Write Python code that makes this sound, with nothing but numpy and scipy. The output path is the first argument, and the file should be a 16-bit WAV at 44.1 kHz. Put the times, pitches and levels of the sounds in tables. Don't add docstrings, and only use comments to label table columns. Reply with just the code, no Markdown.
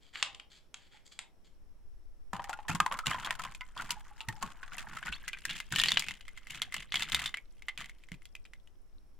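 import sys
import numpy as np
from scipy import signal
from scipy.io import wavfile

SR = 44100
rng = np.random.default_rng(int(sys.argv[2]) if len(sys.argv) > 2 else 0)


def transcribe(u):
    v = np.clip(np.atleast_2d(u).T, -1, 1)
    q = np.round(v * 32767).astype(np.int16)
    wavfile.write(sys.argv[1], SR, q)


N = 405279
TIME = np.arange(N) / SR
EDGE_HZ = 16150

# (multiple of its pitch, relative level [dB])
HOLLOW_MODES = [(1, 2.5), (1.28, -7.5), (1.48, -3)]
# (frequency [Hz], gain [dB])
TUMBLER_COLOUR = [(100, -16.5), (450, -23), (680, -6.5), (1000, -3.5), (2400, -0.5), (3200, 2.5),
                  (5000, -5.5), (5900, -9), (16000, -34)]
# (frequency [Hz], gain [dB])
SNAP_COLOUR = [(700, -18.5), (4700, -2), (5900, -5), (7100, 0.5), (9200, -7.5), (12000, -12),
               (16000, -21.5)]
# (frequency [Hz], gain [dB])
TABLE_COLOUR = [(20, -13.5), (100, -3.5), (165, -0.5), (250, -8), (700, -28), (3000, -64.5)]


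def amp(db):
    return 10 ** (np.asarray(db) / 20)


def unit(x):
    return x / np.sqrt(np.mean(x ** 2) + 1e-20)


def blow(x):
    return x / np.sqrt(np.mean(x[:, :SR // 125] ** 2))


def read(points, hz):
    f, value = np.transpose(points)
    return np.interp(np.log(hz + 1), np.log(f + 1), value)


def curve(points):
    return np.interp(TIME, *np.transpose(points))


def add(mix, start_s, sound):
    part = mix[:, max(round(start_s * SR), 0):][:, :sound.shape[-1]]
    part += sound[..., :part.shape[1]]


def pair(size, apart):
    mid, side = rng.standard_normal((2, size))
    return np.array([mid + apart * side, mid - apart * side])


def response(points, size=4096):
    log_gain = np.log(amp(read(points, abs(np.fft.fftfreq(size, 1 / SR)))))
    spectrum = np.exp(np.conj(signal.hilbert(log_gain)))
    return np.fft.ifft(spectrum).real[None, :size // 2]


def colour(x, taps):
    return signal.oaconvolve(x, taps, axes=1)[:, :x.shape[1]]


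def resonate(x, hz, width_hz):
    turn = np.exp(2j * np.pi * np.cumsum(hz * np.ones(x.shape[1])) / SR)
    r = np.exp(-np.pi * width_hz / SR)
    smooth = signal.lfilter([1 - r], [1, -r], x / turn + 1e-18)
    return 2 * (turn * smooth).real


def lumpy(size, depth_db):
    steps = np.clip(rng.standard_normal(size // 100 + 2), -2, 2)
    return amp(depth_db * np.interp(np.arange(size) / 100, np.arange(len(steps)), steps))


def ping(t, hz, cycles):
    return np.sin(2 * np.pi * hz * t) * np.exp(-t * hz / cycles) * (1 - np.exp(-2 * t * hz))


def blips(per_s, centre_hz, octaves, cycles, spread_db, pan_db):
    out, t = np.zeros((2, N)), np.arange(SR // 64) / SR
    at = np.flatnonzero(rng.random(N) < per_s / SR)
    for i, (pitch, damping, size, pan) in zip(at, rng.standard_normal((len(at), 4))):
        hz = min(centre_hz[i] * 2 ** (octaves * pitch), EDGE_HZ)
        gain = amp(spread_db * min(size, 2) + pan_db * np.array([[pan], [-pan]]))
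        add(out, i / SR, gain * ping(t, hz, cycles * 2 ** (.5 * damping)))
    return unit(out)


def room(x, stretch=1):
    # (frequency [Hz], time to fall 60 dB [s])
    decay = [(500, 0.56), (1300, 0.17), (3500, 0.16), (16000, 0.1)]
    hz, t, z = signal.stft(pair(SR // 2, 0.41), SR, nperseg=256)
    t60_s = stretch * read(decay, hz)[:, None]
    onset = 1 - np.exp(-t / 0.01)
    tail = signal.istft(z * amp(-60 * t / t60_s) * onset, SR, nperseg=256)[1]
    return colour(x, tail / np.linalg.norm(tail[0]))


def background():
    # (frequency [Hz], relative density [dB per Hz])
    air_colour = [(50, -8), (130, -15.5), (330, -18), (1000, -28), (4700, -41.5), (5500, -32), (6300, -43),
                  (11500, -42.5), (16000, -50.5)]
    # (time [s], level [dB])
    rumble_level = [(1.3, -63), (1.8, -47.5), (2.3, -49), (8.3, -52)]
    air = amp(-68.5) * unit(colour(pair(N, 0.68), response(air_colour)))
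    low = response([(10, 11.0), (22, 4.5), (48, -2.0), (70, -13.5), (130, -34), (400, -67.5)])
    rumble = amp(curve(rumble_level)) * unit(colour(pair(N, 1.0), low))
    return air + rumble


def thuds():
    # (time [s], level [dB], pitch [Hz])
    thud_rows = [(2.332, -33.5, 178.9), (2.695, -27, 165), (2.745, -30, 175), (2.803, -31.5, 181.7),
                 (3.069, -27.5, 155.7), (3.837, -46, 260), (4.283, -32.5, 113), (4.432, -37.5, 202),
                 (5.086, -39.5, 52), (5.727, -37, 154), (7.126, -39.5, 54.4), (8.117, -36.5, 179)]
    out, t = np.zeros((2, N)), np.arange(SR // 4) / SR
    table = response(TABLE_COLOUR)
    for start_s, db, hz in thud_rows:
        rumble = colour(pair(len(t), 0.77) * np.exp(-t / 0.03), table)
        swing = ping(t, hz, 2.2)
        add(out, start_s, amp(db) * (swing + amp(-3.5) * rumble / abs(rumble).max()))
    return out


def fizz():
    gas_db = curve([(2.3, -100), (2.8, -69.5), (5.5, -69), (7.3, -78), (9.1, -87.5)])
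    bursts = blips(per_s=280, centre_hz=np.full(N, 7800), octaves=0.55, cycles=2.7, spread_db=6.5, pan_db=9.5)
    return amp(gas_db) * bursts


def bubbles():
    # (time [s], level [dB], starting pitch [Hz], rise [octaves])
    bubble_rows = [(0.943, -59, 815, 0.094), (2.705, -37, 2390, 0.19), (3.035, -39, 1280, 0.066),
                   (3.125, -37.5, 2950, 0.18), (3.966, -44, 848, 0.0093), (4.11, -52, 820, 0.035),
                   (4.333, -51, 800, 0.14), (4.373, -49, 820, 0.055), (5.129, -36.5, 2340, 0.94),
                   (5.159, -49, 3180, 0.19)]
    ring_s, glide_s = 0.0055, 0.01
    out, t = np.zeros((2, N)), np.arange(SR // 10) / SR
    climb = 1 - np.exp(-(t / glide_s) ** 2)
    swell = t / ring_s * np.exp(1 - t / ring_s)
    for start_s, db, hz, rise in bubble_rows:
        turns = np.cumsum(hz * 2 ** (rise * climb)) / SR
        add(out, start_s, amp(db) * np.sin(2 * np.pi * turns) * swell)
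    return out


def swishes():
    # (time [s], length [s], level [dB], pitch [Hz])
    swish_rows = [(0, 0.11, -67, 2950), (0.125, 0.11, -49, 2130), (0.493, 0.11, -61, 3530),
                  (0.775, 0.12, -66, 2420), (0.903, 0.089, -62, 2070), (1.05, 0.035, -59.5, 5640),
                  (1.112, 0.031, -56, 4330), (1.439, 0.047, -66.5, 3500)]
    # (frequency [Hz], gain [dB])
    mouth_colour = [(400, -10), (1400, -3), (2250, 0.5), (2700, -5.5), (3300, 5), (3800, -3.5), (4500, 2.5),
                    (5600, -11), (7400, 2), (9000, -11), (16000, -20.5)]
    relative_width = 0.9
    out, mouth = np.zeros((2, N)), response(mouth_colour)
    for start_s, length_s, db, hz in swish_rows:
        size = int(length_s * SR)
        rub = pair(size, 0.3) * lumpy(size, depth_db=4.0)
        rustle = unit(colour(resonate(rub, hz, relative_width * hz), mouth))
        add(out, start_s, amp(db) * rustle * signal.windows.tukey(size, .5))
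    return out + amp(-6.5) * room(out, stretch=2)


def hollow_hz(s):
    # (time [s], pitch [Hz])
    pitch_points = [(2.65, 825), (2.8, 1046), (3.8, 1011), (4.35, 840), (5.1, 1510), (5.6, 1690),
                    (6.0, 2066)]
    return np.interp(s, *np.transpose(pitch_points))


def ice_hits(rows, contact_s, ring_db, ring_cycles, hollow_db, rattle_db, rattle_s, apart):
    rebounds_per_s, clack_width, hollow_cycles = 250, 1.3, 12
    out, t = np.zeros((2, N)), np.arange(SR // 12) / SR
    tumbler, snap = response(TUMBLER_COLOUR), response(SNAP_COLOUR)
    strike = t == 0
    for start_s, db, hz, snap_db in rows:
        chatter_gain = amp(rattle_db - np.maximum(db + 27.5, -2))
        chatter = chatter_gain * np.exp(-t / rattle_s) * lumpy(len(t), depth_db=5.5)
        force = np.exp(-t / contact_s) + chatter
        contact = pair(len(t), apart) * force + 5 * strike

        width_hz = clack_width * hz
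        resonant = resonate(resonate(contact, hz, width_hz), hz, width_hz)
        clack = colour(blow(resonant) + amp(-23.0) * blow(contact), tumbler)

        rebound_size = np.clip(chatter * rng.standard_normal(len(t)), -.5, .5)
        rebounds = rebound_size * (rng.random(len(t)) < rebounds_per_s / SR)

        hollow = np.zeros(len(t))
        for ratio, mode_db in HOLLOW_MODES:
            mode_gain = amp(mode_db) * rng.normal(1, 0.27)
            mode_hz = ratio * hollow_hz(start_s) * rng.normal(1, 0.018)
            hollow += mode_gain * ping(t, mode_hz, hollow_cycles)

        cube = amp(ring_db) * blow(ping(t, hz, ring_cycles)[None])
        ring = cube + amp(hollow_db) * blow(hollow[None])
        body = blow(blow(clack) + colour(ring, (rebounds + strike)[None]))
        crack = blow(colour(pair(len(t), 0.75) * force * np.exp(-t / 0.042), snap))
        add(out, start_s, amp(db) * (body + amp(snap_db) * crack))
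    return out


def settling():
    # (time [s], level before the final colour [dB], pitch [Hz], treble snap against the level [dB])
    settling_rows = [(0.1566, -44, 1890, -30), (0.2268, -30.5, 2850, -7), (0.329, -64, 2850, -12),
                     (0.3472, -52.5, 2600, -7), (0.398, -50.5, 2470, -14), (0.7426, -49, 2436, -2.5),
                     (1.1906, -45, 2420, -1.5)]
    hits = ice_hits(settling_rows, contact_s=0.0027, ring_db=-19, ring_cycles=7.6, hollow_db=-25,
                    rattle_db=-23, rattle_s=0.024, apart=0.2)
    treble = response([(8000, 5.0), (11000, -3.5), (16000, -21)])
    return colour(hits + amp(-10.0) * room(hits, stretch=1.4), treble)


def soft_knocks():
    # (time [s], level [dB])
    soft_knock_rows = [(2.354, -39.5), (2.395, -35), (2.472, -51), (2.589, -41), (2.651, -53), (2.914, -33),
                       (2.923, -33.5), (2.941, -37), (3.272, -35), (3.798, -35.5), (4.6307, -42), (4.72, -46),
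                       (5.0278, -39.5), (5.239, -51), (5.372, -48.5), (6.023, -36.5), (6.042, -42), (6.1094, -39),
                       (6.2092, -50.5), (6.281, -47), (6.3753, -45.5), (6.4701, -47), (6.5479, -45.5),
                       (6.7235, -41), (6.8248, -49.5), (7.0074, -41.5), (7.1925, -37), (7.3711, -41),
                       (7.622, -49.5), (7.8198, -49), (7.8437, -49), (7.8956, -47.5), (8.0373, -57),
                       (8.0872, -56.5), (8.1186, -44.5), (8.1421, -54), (8.2204, -60), (8.3521, -44),
                       (8.4528, -54.5), (8.535, -51), (8.6743, -62.5)]
    cube_octaves = .25
    top_snap_db, snap_db_per_octave = -10, 22
    s, db = np.transpose(soft_knock_rows)
    hz = hollow_hz(s)
    cube_hz = hz * 2 ** (cube_octaves * np.minimum(rng.exponential(1, len(s)), 2))
    snap_db = top_snap_db + snap_db_per_octave * np.log2(hz / hz.max())
    return ice_hits(zip(s, db, cube_hz, snap_db), contact_s=0.0013, ring_db=3.5, ring_cycles=4.9,
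                    hollow_db=-5.5, rattle_db=-8, rattle_s=0.0096, apart=0.38)


def jerks(per_s, spread_db, fade_s):
    slips = rng.standard_normal(N)
    size = amp(spread_db * np.minimum(slips, 2)) * (rng.random(N) < per_s / SR)
    power = signal.lfilter([1], [1, -np.exp(-2 / (fade_s * SR))], size ** 2)
    return np.sqrt(power + 1e-12)


def effort():
    # (time [s], length [s], level [dB])
    stroke_rows = [(2.346, 0.077, -48.5), (2.504, 0.024, -49), (2.685, 0.067, -44.5), (2.908, 0.044, -38),
                   (3.052, 0.28, -39), (3.388, 0.11, -44.5), (3.761, 0.086, -41), (3.886, 0.053, -44.5),
                   (4.281, 0.011, -44), (4.411, 0.017, -42.5), (4.723, 0.098, -47), (4.866, 0.093, -43.5),
                   (5.049, 0.023, -39), (5.47, 0.093, -41), (5.713, 0.27, -33), (6.045, 0.065, -42.5),
                   (6.495, 0.16, -46), (6.736, 0.061, -41.5), (6.934, 0.16, -40.5), (7.122, 0.14, -37.5),
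                   (7.781, 0.044, -41.5)]
    # (time [s], level before rub_db [dB])
    swirl_level = [(2.3, -38.5), (3.25, -70), (3.6, -51.5), (5.0, -39.5), (6.25, -48), (7.15, -46.5),
                   (7.47, -64), (7.9, -54.5), (8.75, -88)]
    swirl_start_s, rub_db = 2.33, -14.5
    grip_s, sag_db_per_s, release_db_per_s = 0.0046, 14.5, 347.5
    swirl_power = (amp(curve(swirl_level) + rub_db) * (TIME > swirl_start_s)) ** 2
    t = np.arange(SR // 2) / SR
    push_power = np.zeros((1, N))
    for start_s, length_s, db in stroke_rows:
        fade_db = sag_db_per_s * t + release_db_per_s * np.maximum(t - length_s, 0)
        grip = np.minimum(t / grip_s, 1) ** 2
        add(push_power, start_s, (grip * amp(db - fade_db)) ** 2)
    return np.sqrt(swirl_power + push_power)


def grinding():
    # (time [s], pitch [Hz])
    rub_pitch = [(2.3, 1010), (3.2, 1430), (4.3, 1265), (5.1, 1600), (5.9, 3130), (6.4, 2190)]
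    hollow_width_hz = 110
    force, hz = jerks(per_s=380, spread_db=11.5, fade_s=0.0044), curve(rub_pitch)
    scrape = pair(N, 0.13) * force
    body = unit(resonate(resonate(scrape, hz, 3200), hz, 3200)) + amp(-8.0) * unit(scrape)
    hollow = sum(amp(db) * resonate(body, ratio * hollow_hz(TIME), hollow_width_hz)
                 for ratio, db in HOLLOW_MODES)
    body = unit(unit(body) + amp(-9.5) * unit(hollow))
    body = body + .8 * blips(per_s=340, centre_hz=hz, octaves=.5, cycles=2.4, spread_db=5, pan_db=1)
    churn = blips(per_s=120, centre_hz=hz, octaves=.3, cycles=6.0, spread_db=4, pan_db=1)
    churn = churn * (hz.min() / hz) ** 2
    crackle = amp(-2.0) * unit(colour(unit(body) + amp(-6.0) * churn, response(TUMBLER_COLOUR)))
    grit_force = force * lumpy(N, depth_db=2.5)
    grit = amp(-10.0) * unit(colour(pair(N, 1.0) * grit_force, response(SNAP_COLOUR)))
    shake = amp(-15.0) * unit(colour(pair(N, 0.42), response(TABLE_COLOUR)))
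    return effort() * (crackle + grit + shake)


def knocks():
    # (time [s], level [dB], pitch [Hz], treble snap against the level [dB])
    knock_rows = [(2.3323, -34, 982, -14), (2.4416, -44.5, 1860, -6.5), (2.4945, -35, 874, -10),
                  (2.5302, -37, 1410, -14.5), (2.6829, -36, 1790, -6), (2.695, -32.5, 1374, -7.5),
                  (2.7498, -34.5, 1070, -5), (2.802, -19.5, 1235, -13), (2.8624, -26, 1039, -15.5),
                  (2.9892, -34, 1350, -8), (3.0683, -28.5, 2880, -5.5), (3.1134, -30.5, 1227, -31),
                  (3.1451, -32.5, 1024, -21), (3.2473, -37, 3230, -10), (3.3074, -28.5, 1822, -10),
                  (3.3946, -36, 1295, -11.5), (3.4503, -38.5, 1060, -11), (3.5485, -46, 2450, -5),
                  (3.6092, -39.5, 2070, -17), (3.7765, -43, 3280, -13.5), (3.9063, -34, 2920, 3),
                  (4.2057, -39.5, 2780, -13), (4.2863, -35, 1860, -4.5), (4.426, -32.5, 1100, -6.5),
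                  (4.7817, -39.5, 2650, -5), (4.9705, -38.5, 1325, -15), (5.0695, -41, 1870, -35),
                  (5.0811, -36, 1486, -23), (5.1245, -36.5, 2680, -17.5), (5.2793, -37, 2020, -2.5),
                  (5.3315, -37, 2420, -16), (5.4522, -33, 1785, -3), (5.494, -38, 2800, -21),
                  (5.5095, -37.5, 3440, -13), (5.6019, -36.5, 2070, -7), (5.7232, -33.5, 1534, -3.5),
                  (5.7606, -27, 2970, -8.5), (5.7994, -23, 3560, -16), (5.8367, -23.5, 3020, -9.5),
                  (5.8592, -32, 2970, -18), (5.8847, -25, 4350, -16.5), (5.9188, -24.5, 3530, -9.5),
                  (5.9721, -21, 2930, -20.5), (5.9952, -36, 3400, 4.5), (6.0846, -35, 2670, -8.5),
                  (6.5056, -42, 2860, -3.5), (6.6188, -29.5, 3320, -7), (6.7418, -35, 2090, -2.5),
                  (6.9215, -34, 3400, -15), (6.9418, -29, 2220, -12), (6.9564, -27.5, 3330, -10.5),
                  (7.0228, -30, 3550, -10), (7.12, -31, 3560, -7), (7.1465, -24.5, 3650, -5.5),
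                  (7.2592, -30.5, 3580, -9), (7.3416, -31.5, 2080, -20), (7.6841, -33, 2050, -16),
                  (7.7762, -41, 2480, -6.5), (8.2545, -53, 3360, -3)]
    return ice_hits(knock_rows, contact_s=0.0016, ring_db=0, ring_cycles=7.5, hollow_db=-6,
                    rattle_db=-3, rattle_s=0.0085, apart=0.3)


def scene():
    stirring = knocks() + soft_knocks() + grinding() + bubbles() + fizz()
    close_room = amp(-19) * room(stirring)
    drink = settling() + swishes() + stirring + close_room
    return drink * amp([[.4], [-.4]]) + thuds() + background()


def record(dry):
    low_pass = signal.firwin(511, EDGE_HZ, window=("kaiser", 9), fs=SR)
    return signal.oaconvolve(dry, low_pass[None], "same")


dry = scene()
out = record(dry)
transcribe(out)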